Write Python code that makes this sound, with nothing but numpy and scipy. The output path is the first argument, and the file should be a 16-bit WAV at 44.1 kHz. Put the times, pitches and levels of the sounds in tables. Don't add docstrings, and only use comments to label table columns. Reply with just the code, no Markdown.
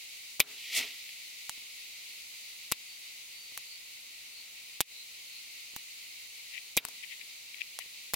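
import sys
import numpy as np
from scipy.fft import rfft, irfft, next_fast_len
from scipy.io import wavfile
from scipy.ndimage import map_coordinates

SR = 44100
rng = np.random.default_rng(int(sys.argv[2]) if len(sys.argv) > 2 else 0)


def transcribe(signal):
    frames = np.atleast_2d(signal).T
    limited = np.clip(frames, -1, 1)
    pcm = np.round(limited * 32767).astype(np.int16)
    wavfile.write(sys.argv[1], SR, pcm)


N = 359415
TIME = np.arange(N) / SR
SHORT = np.arange(SR // 8) / SR

# [t/s, level/dB]
HISS_LEVEL = [(1.05, -49), (1.86, -49.5), (2.29, -49), (4.29, -51), (4.87, -50.5), (6.29, -49.5),
              (6.82, -50.5), (6.98, -49.5), (7.58, -51), (8.15, -49.5)]
# [f/Hz, relative level/dB]
HISS_SPECTRUM = [(1120, -28), (1900, -7), (2170, -2.5), (2790, -3), (3410, -7.5), (3860, -2.5),
                 (4230, -4.5), (4430, -2), (4720, -7.5), (4820, -5.5), (5600, -12), (7280, -40),
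                 (12300, -120)]
FIZZ_SPECTRUM = [(3180, -38), (5400, -17), (5700, -7.5), (6270, -4), (8470, -7.5), (15100, -6),
                 (16000, -4.5)]
LOW_SPECTRUM = [(15, -36), (25, -3.5), (227, -4.5), (253, -1), (281, -5.5), (414, -3.5), (933, -4.5),
                (1700, -4), (2210, -5), (3740, -120)]
# [f/Hz, relative level/dB]
RUSTLE_SPECTRUM = [(2500, -50), (4200, 1), (5300, -5.5), (6500, -3.5), (9000, -12), (15000, -49)]
# [f/Hz, correlation]
BACKGROUND_CORRELATION = [(60, 0.031), (150, 0.12), (380, 0.17), (950, 0.0076), (2380, 0.34),
                          (5980, -0.019), (15000, -0.76)]
# [t/s, f/Hz]
CHIRR_EVENTS = [(3.726, 4500), (4.38, 4400), (4.99, 4050), (5.357, 4290)]
# [t/s, peak level/dB, f/Hz]
WHISTLE_EVENTS = [(2.43, -58, 4550), (2.92, -55, 4605), (3.1, -57, 4555), (3.42, -51.5, 4580)]
# [t/s, level/dB, standard deviation of the bell/s]
SCUFF_EVENTS = [(1.093, -42, 0.0025), (6.555, -42, 0.017), (6.582, -39, 0.0054), (7.039, -41, 0.0076),
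                (7.121, -43.5, 0.018), (7.214, -44.5, 0.007), (7.545, -37, 0.0016), (7.596, -48, 0.023),
                (7.6105, -33.5, 0.002), (7.6175, -30.5, 0.0015), (7.812, -44, 0.013)]
# [f/Hz, relative level/dB]
SCUFF_SPECTRUM = [(200, -45), (1400, -43), (1900, 3.5), (2400, 7), (3500, -4), (5000, -13), (12000, -51)]
# [f/Hz, relative level/dB]
AIR_SPECTRUM = [(1120, -34), (1900, -0.5), (2740, -1), (3050, -1), (4020, -4), (7840, -17.5), (8500, -22),
                (14600, -18), (16000, -29)]
EDGE_SPECTRUM = [(2000, -23), (5000, 1.5), (8000, 1.5), (13000, -4.5), (16000, -6)]
# [f/Hz, relative level/dB]
RUSH_SPECTRUM = [(30, -27), (100, -7.5), (250, -7.5), (450, -4.5), (560, -8), (800, -2), (1300, -3.5),
                 (1800, -2), (2400, -39)]
# [f/Hz, width/Hz, gain/dB]
RUSH_RESONANCES = [(260.6, 16, 13), (422, 20, 13), (664, 29, 13.5), (1330, 40, 2)]
# [f/Hz, relative level/dB, t60/s]
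HOLLOW_TONES = [(267, 0, 0.63), (420, 1, 0.66), (650, -4, 0.5), (950, -9, 0.55), (1280, -11, 0.27)]
# [t/s, spike level/dB, thud level/dB, left-right difference/dB]
LATCH_CLICKS = [(1.4952, -14.5, -29, -2), (3.5763, -18.5, -33.5, 1.5), (5.7638, -18, -23.5, 1),
                (6.8514, -16, -25.5, 9), (6.8861, -34.5, -45, 12), (7.7892, -18, -50, 0.5)]
# [f/Hz, relative level/dB]
BODY_SPECTRUM = [(1500, -27), (2050, -6), (2500, -1), (3100, -5), (3800, -0.5), (4400, -16.5), (4800, -9),
                 (5600, -20), (9000, -34)]
# [f/Hz, relative level/dB]
SIZZLE_SPECTRUM = [(5000, -21), (10500, -5), (12500, 8), (15500, 0), (17000, -23)]
# [f/Hz, relative level/dB]
RATTLE_SPECTRUM = [(60, -2), (300, -1.5), (1100, 6), (1700, -6), (2300, 5), (4000, 4), (7000, 6),
                   (12000, 6.5), (15800, 3), (16900, -29)]
# [t/s, opening contact level/dB, closing contact level/dB, force on the body/dB,
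# left-right difference/dB, dip of the quiet sounds/dB]
SNAP_EVENTS = [(0.3966, -27, -4.5, 2.5, 0.5, 9.5), (2.7162, -26, -5.5, -14, 4, 3),
               (4.8060, -2.5, -17, -20, 1, 11.5), (6.7680, -5, -4, -0.5, -0.5, 9),
               (8.1365, -15.5, -11.5, -14, 2, 10)]

TOP_HZ = 16900
HISS_START_HZ, HISS_TOP_HZ = 1857, 15900
HISS_OFFSET_DB, FIZZ_OFFSET_DB = 0.48, -1.07
RUSTLE_OFFSET_DB, RUSTLE_SWING_DB, RUSTLE_RATE = -13, 3, 9.1
CHIRR_GAIN_DB, CHIRR_S, CHIRR_WIDTH_HZ = -47.5, 0.042, 360
WHISTLE_S, WHISTLE_WAVER_HZ = 0.06, 9.1
SCUFF_PAN_DB, SCUFF_GRAIN_DB, SCUFF_GRAIN_RATE = 16, 1.8, 250

SWISH_S, SWISH_WIDTH_S, SWISH_FALL = 0.781, 0.023, 0.61
SWISH_START_S, SWISH_ATTACK_S = 0.44, 0.065
SWISH_FLUTTER_DB, SWISH_FLUTTER_RATE = 1.1, 220
AIR_DB, EDGE_DB = -28.5, -30.5
EDGE_LEAD_S, EDGE_WIDTH_S, EDGE_FALL = 0.007, 0.034, 2.1
RUSH_DB, RUSH_LAG_S = -46.5, 0.017
RUSH_RISE_DB_PER_S, RUSH_FALL_DB_PER_S = 252, 182

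CATCH_DELAY_S, CLOSE_DELAY_S = 0.0045, 0.0059
CATCH_SPIKE_DB, CATCH_RATTLE_DB = -16, -15.5
OPEN_RATTLE_GAIN, OPEN_RATTLE_GROWTH = -14.5, 0.28
CLOSE_RATTLE_GAIN, CLOSE_RATTLE_GROWTH = -14.5, 0.95
LATCH_RATTLE_GAIN, LATCH_RATTLE_GROWTH = -24, 0.31
THUD_DB = -19
TOUCHES_S, TOUCH_DB = [1.579, 3.522, 5.738, 7.861], -41
RING_GAIN, RING_GROWTH = -18.5, 0.83
NOTE_GAIN, NOTE_GROWTH = -10.5, 2.2
SIZZLE_GAIN, SIZZLE_GROWTH = -21.5, 1.1
KNOCK_GAIN, KNOCK_GROWTH = -20.5, 1.8
LINGER_GAIN, LINGER_GROWTH = -62, 1.17


def amp(db):
    return 10 ** (np.asarray(db) / 20)


def unit(x):
    return x / np.sqrt(np.mean(x ** 2) + 1e-20)


def along(points, hz):
    f, values = np.transpose(points)
    return np.interp(np.log(hz + 1), np.log(f + 1), values)


def curves(rows):
    s, *columns = np.transpose(rows)
    return [np.interp(TIME, s, column) for column in columns]


def wobble(rate):
    knots = rng.standard_normal(int(N * rate / SR) + 4)
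    return map_coordinates(knots, [TIME * rate])


def filtered(x, response):
    m = next_fast_len(N + SR // 2)
    spectrum = rfft(x, m) * response(np.fft.rfftfreq(m, 1 / SR))
    return irfft(spectrum, m)[..., :N]


def fade(t, t60):
    return np.exp(-np.log(1000) * t / t60)


def bell(s, length):
    return np.exp(-.5 * ((TIME - s) / length) ** 2)


def swell(s, width, fall):
    return (1 + ((TIME - s) / width) ** 2) ** -fall


def panned(pan_db):
    return unit(amp([[pan_db / 2], [-pan_db / 2]]))


def add(track, s, sound):
    part = track[..., round(s * SR):][..., :sound.shape[-1]]
    part += sound[..., :part.shape[-1]]


def noise(spectrum, correlation):
    def shape(hz):
        angle = np.arccos(np.clip(along(correlation, hz), -1, 1)) / 2
        return amp(along(spectrum, hz)) * np.array([np.cos(angle), np.sin(angle)])

    mid, side = filtered(rng.standard_normal((2, N)), shape)
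    return unit(np.array([mid + side, mid - side]))


def thin(x):
    def response(hz):
        lower_edge = (1 + np.tanh((hz - HISS_START_HZ) / 110)) / 2
        return (hz < HISS_TOP_HZ) * lower_edge

    return filtered(x, response)


def chirrs():
    low_noise = filtered(rng.standard_normal((2, N)), lambda f: np.exp(-(f / CHIRR_WIDTH_HZ) ** 2))
    carriers = sum(bell(s, CHIRR_S) * np.sin(2 * np.pi * hz * TIME) for s, hz in CHIRR_EVENTS)
    return amp(CHIRR_GAIN_DB) * unit(low_noise) * carriers


def whistles():
    drift = np.cumsum(WHISTLE_WAVER_HZ * wobble(22)) / SR
    track = np.zeros(N)
    for s, db, hz in WHISTLE_EVENTS:
        track += amp(db) * bell(s, WHISTLE_S) * np.sin(2 * np.pi * (hz * TIME + drift))
    return track


def background():
    level_db, = curves(HISS_LEVEL)
    waver = wobble(14)
    hiss_db = level_db + HISS_OFFSET_DB + 0.39 * waver + 0.59 * wobble(22)
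    hiss = amp(hiss_db) * unit(thin(noise(HISS_SPECTRUM, BACKGROUND_CORRELATION)))
    fizz_db = level_db + FIZZ_OFFSET_DB + 0.28 * waver
    fizz = amp(fizz_db) * unit(thin(noise(FIZZ_SPECTRUM, BACKGROUND_CORRELATION)))
    rustle_db = level_db + RUSTLE_OFFSET_DB + RUSTLE_SWING_DB * wobble(RUSTLE_RATE)
    rustle = amp(rustle_db) * noise(RUSTLE_SPECTRUM, BACKGROUND_CORRELATION)
    low = amp(-69) * noise(LOW_SPECTRUM, BACKGROUND_CORRELATION)
    return (hiss + fizz + rustle) * panned(pan_db=0.5) + low + chirrs() + whistles()


def dip():
    return amp(-sum(depth_db * bell(s + 0.038, 0.031) for s, *_, depth_db in SNAP_EVENTS))


def scuffs():
    envelope = sum(amp(db) * bell(s, length) for s, db, length in SCUFF_EVENTS)
    grain = amp(SCUFF_GRAIN_DB * wobble(SCUFF_GRAIN_RATE))
    return envelope * grain * panned(SCUFF_PAN_DB) * noise(SCUFF_SPECTRUM, [(2500, 0.43)])


def rush_resonances(f):
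    return 1 + sum(amp(db) / (1 + (2 * (f - hz) / width) ** 2) for hz, width, db in RUSH_RESONANCES)


def swish():
    onset = np.clip((TIME - SWISH_START_S) / SWISH_ATTACK_S, 0, 1)
    flutter = amp(SWISH_FLUTTER_DB * wobble(SWISH_FLUTTER_RATE))

    air_noise = unit(thin(noise(AIR_SPECTRUM, [(2000, 1.0), (10000, 0.85)])))
    air = amp(AIR_DB) * swell(SWISH_S, SWISH_WIDTH_S, SWISH_FALL) * air_noise

    edge_noise = unit(thin(noise(EDGE_SPECTRUM, [(8000, 0.18)])))
    edge = amp(EDGE_DB) * swell(SWISH_S - EDGE_LEAD_S, EDGE_WIDTH_S, EDGE_FALL) * edge_noise

    t = TIME - SWISH_S - RUSH_LAG_S
    rush_db = RUSH_DB + np.minimum(RUSH_RISE_DB_PER_S * t, -RUSH_FALL_DB_PER_S * t)
    rush = amp(rush_db) * unit(filtered(noise(RUSH_SPECTRUM, [(500, 0.78)]), rush_resonances))
    return onset * flutter * (air + edge + rush)


def closings():
    return [(s + CLOSE_DELAY_S, force_db) for s, _, _, force_db, *_ in SNAP_EVENTS]


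def linger():
    t = np.arange(SR) / SR
    tones = sum(amp(db) * np.sin(2 * np.pi * hz * t) * fade(t, t60) for hz, db, t60 in HOLLOW_TONES)
    track, wash = np.zeros(N), np.zeros(N)
    for s, force_db in closings():
        linger_db = LINGER_GAIN + LINGER_GROWTH * force_db
        add(track, s, amp(linger_db) * tones)
        add(wash, s, amp(linger_db + 11.5) * fade(t, 0.42))
    return track + wash * noise(RUSH_SPECTRUM, [(500, 0.75)])


def clicks(rows, rattle_t60, scatter_db, scatter_t60, spike_s):
    spikes, power = np.zeros((2, N)), np.zeros((2, N))
    u = SHORT / spike_s
    spike = (1 - u / 2) * np.exp(-u)
    decay = fade(SHORT, rattle_t60) + amp(scatter_db) * fade(SHORT, scatter_t60)
    for s, spike_db, rattle_db, pan_db in rows:
        gains = panned(pan_db)
        add(spikes, s, amp(spike_db) * gains * spike)
        add(power, s, (amp(rattle_db) * gains * decay) ** 2)
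    rattle = noise(RATTLE_SPECTRUM, [(1000, 0.43), (4000, 0.5), (10000, 0.65)])
    return spikes + np.sqrt(power) * rattle


def latch():
    rows = [(s, db, LATCH_RATTLE_GAIN + LATCH_RATTLE_GROWTH * db, pan_db)
            for s, db, _, pan_db in LATCH_CLICKS]
    ticks = clicks(rows, rattle_t60=0.0058, scatter_db=-9.5, scatter_t60=0.037, spike_s=.00008)

    def response(hz):
        knock = 1j * hz * 700 / (1050 ** 2 - hz ** 2 + 1j * hz * 700)
        no_bass = -hz ** 2 / (520 ** 2 - hz ** 2 + 1j * hz * 520)
        return no_bass * (1 + amp(-23) * knock)

    return filtered(ticks, response)


def contacts():
    rows = []
    for s, open_db, close_db, force_db, pan_db, _ in SNAP_EVENTS:
        open_rattle_db = OPEN_RATTLE_GAIN + OPEN_RATTLE_GROWTH * open_db
        close_rattle_db = CLOSE_RATTLE_GAIN + CLOSE_RATTLE_GROWTH * force_db
        rows += [(s, open_db, open_rattle_db, pan_db),
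                 (s + CATCH_DELAY_S, CATCH_SPIKE_DB, CATCH_RATTLE_DB, pan_db),
                 (s + CLOSE_DELAY_S, close_db, close_rattle_db, pan_db)]
    return rows


def taps():
    pushes = [(s, spike_db + THUD_DB) for s, spike_db, *_ in contacts()]
    pushes += [(s, thud_db) for s, _, thud_db, _ in LATCH_CLICKS]
    pushes += [(s, TOUCH_DB) for s in TOUCHES_S]
    track = np.zeros(N)
    u = SHORT / 0.00033
    push = u * np.exp(-u) * (1 - u / 4)
    for s, db in pushes:
        add(track, s, amp(db) * push)
    return track


def damped_tone(hz, t60):
    return np.sin(2 * np.pi * hz * SHORT) * fade(SHORT, t60)


def body():
    ring, sizzle, notes = np.zeros(N), np.zeros(N), np.zeros(N)
    rise = 1 - np.exp(-SHORT / 0.0011)
    note = rise * damped_tone(2430, 0.013)
    knock = rise * (damped_tone(1095, 0.01) + damped_tone(574, 0.0081))
    for s, force_db in closings():
        add(ring, s, amp(RING_GAIN + RING_GROWTH * force_db) * rise * fade(SHORT, 0.048))
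        add(sizzle, s, amp(SIZZLE_GAIN + SIZZLE_GROWTH * force_db) * rise * fade(SHORT, 0.043))
        add(notes, s, amp(NOTE_GAIN + NOTE_GROWTH * force_db) * note)
        add(notes, s, amp(KNOCK_GAIN + KNOCK_GROWTH * force_db) * knock)
    ringing = ring * noise(BODY_SPECTRUM, [(3000, 1.0)])
    sizzling = sizzle * noise(SIZZLE_SPECTRUM, [(12000, .2)])
    return ringing + sizzling + notes


def action():
    return clicks(contacts(), rattle_t60=0.0013, scatter_db=-6.0, scatter_t60=0.018, spike_s=.000045)


def scene():
    quiet = dip() * (linger() + background())
    gun = action() + latch() + taps() + body()
    return gun + swish() + scuffs() + quiet


def record(dry):
    return filtered(dry, lambda hz: hz < TOP_HZ)


dry = scene()
out = record(dry)
transcribe(out)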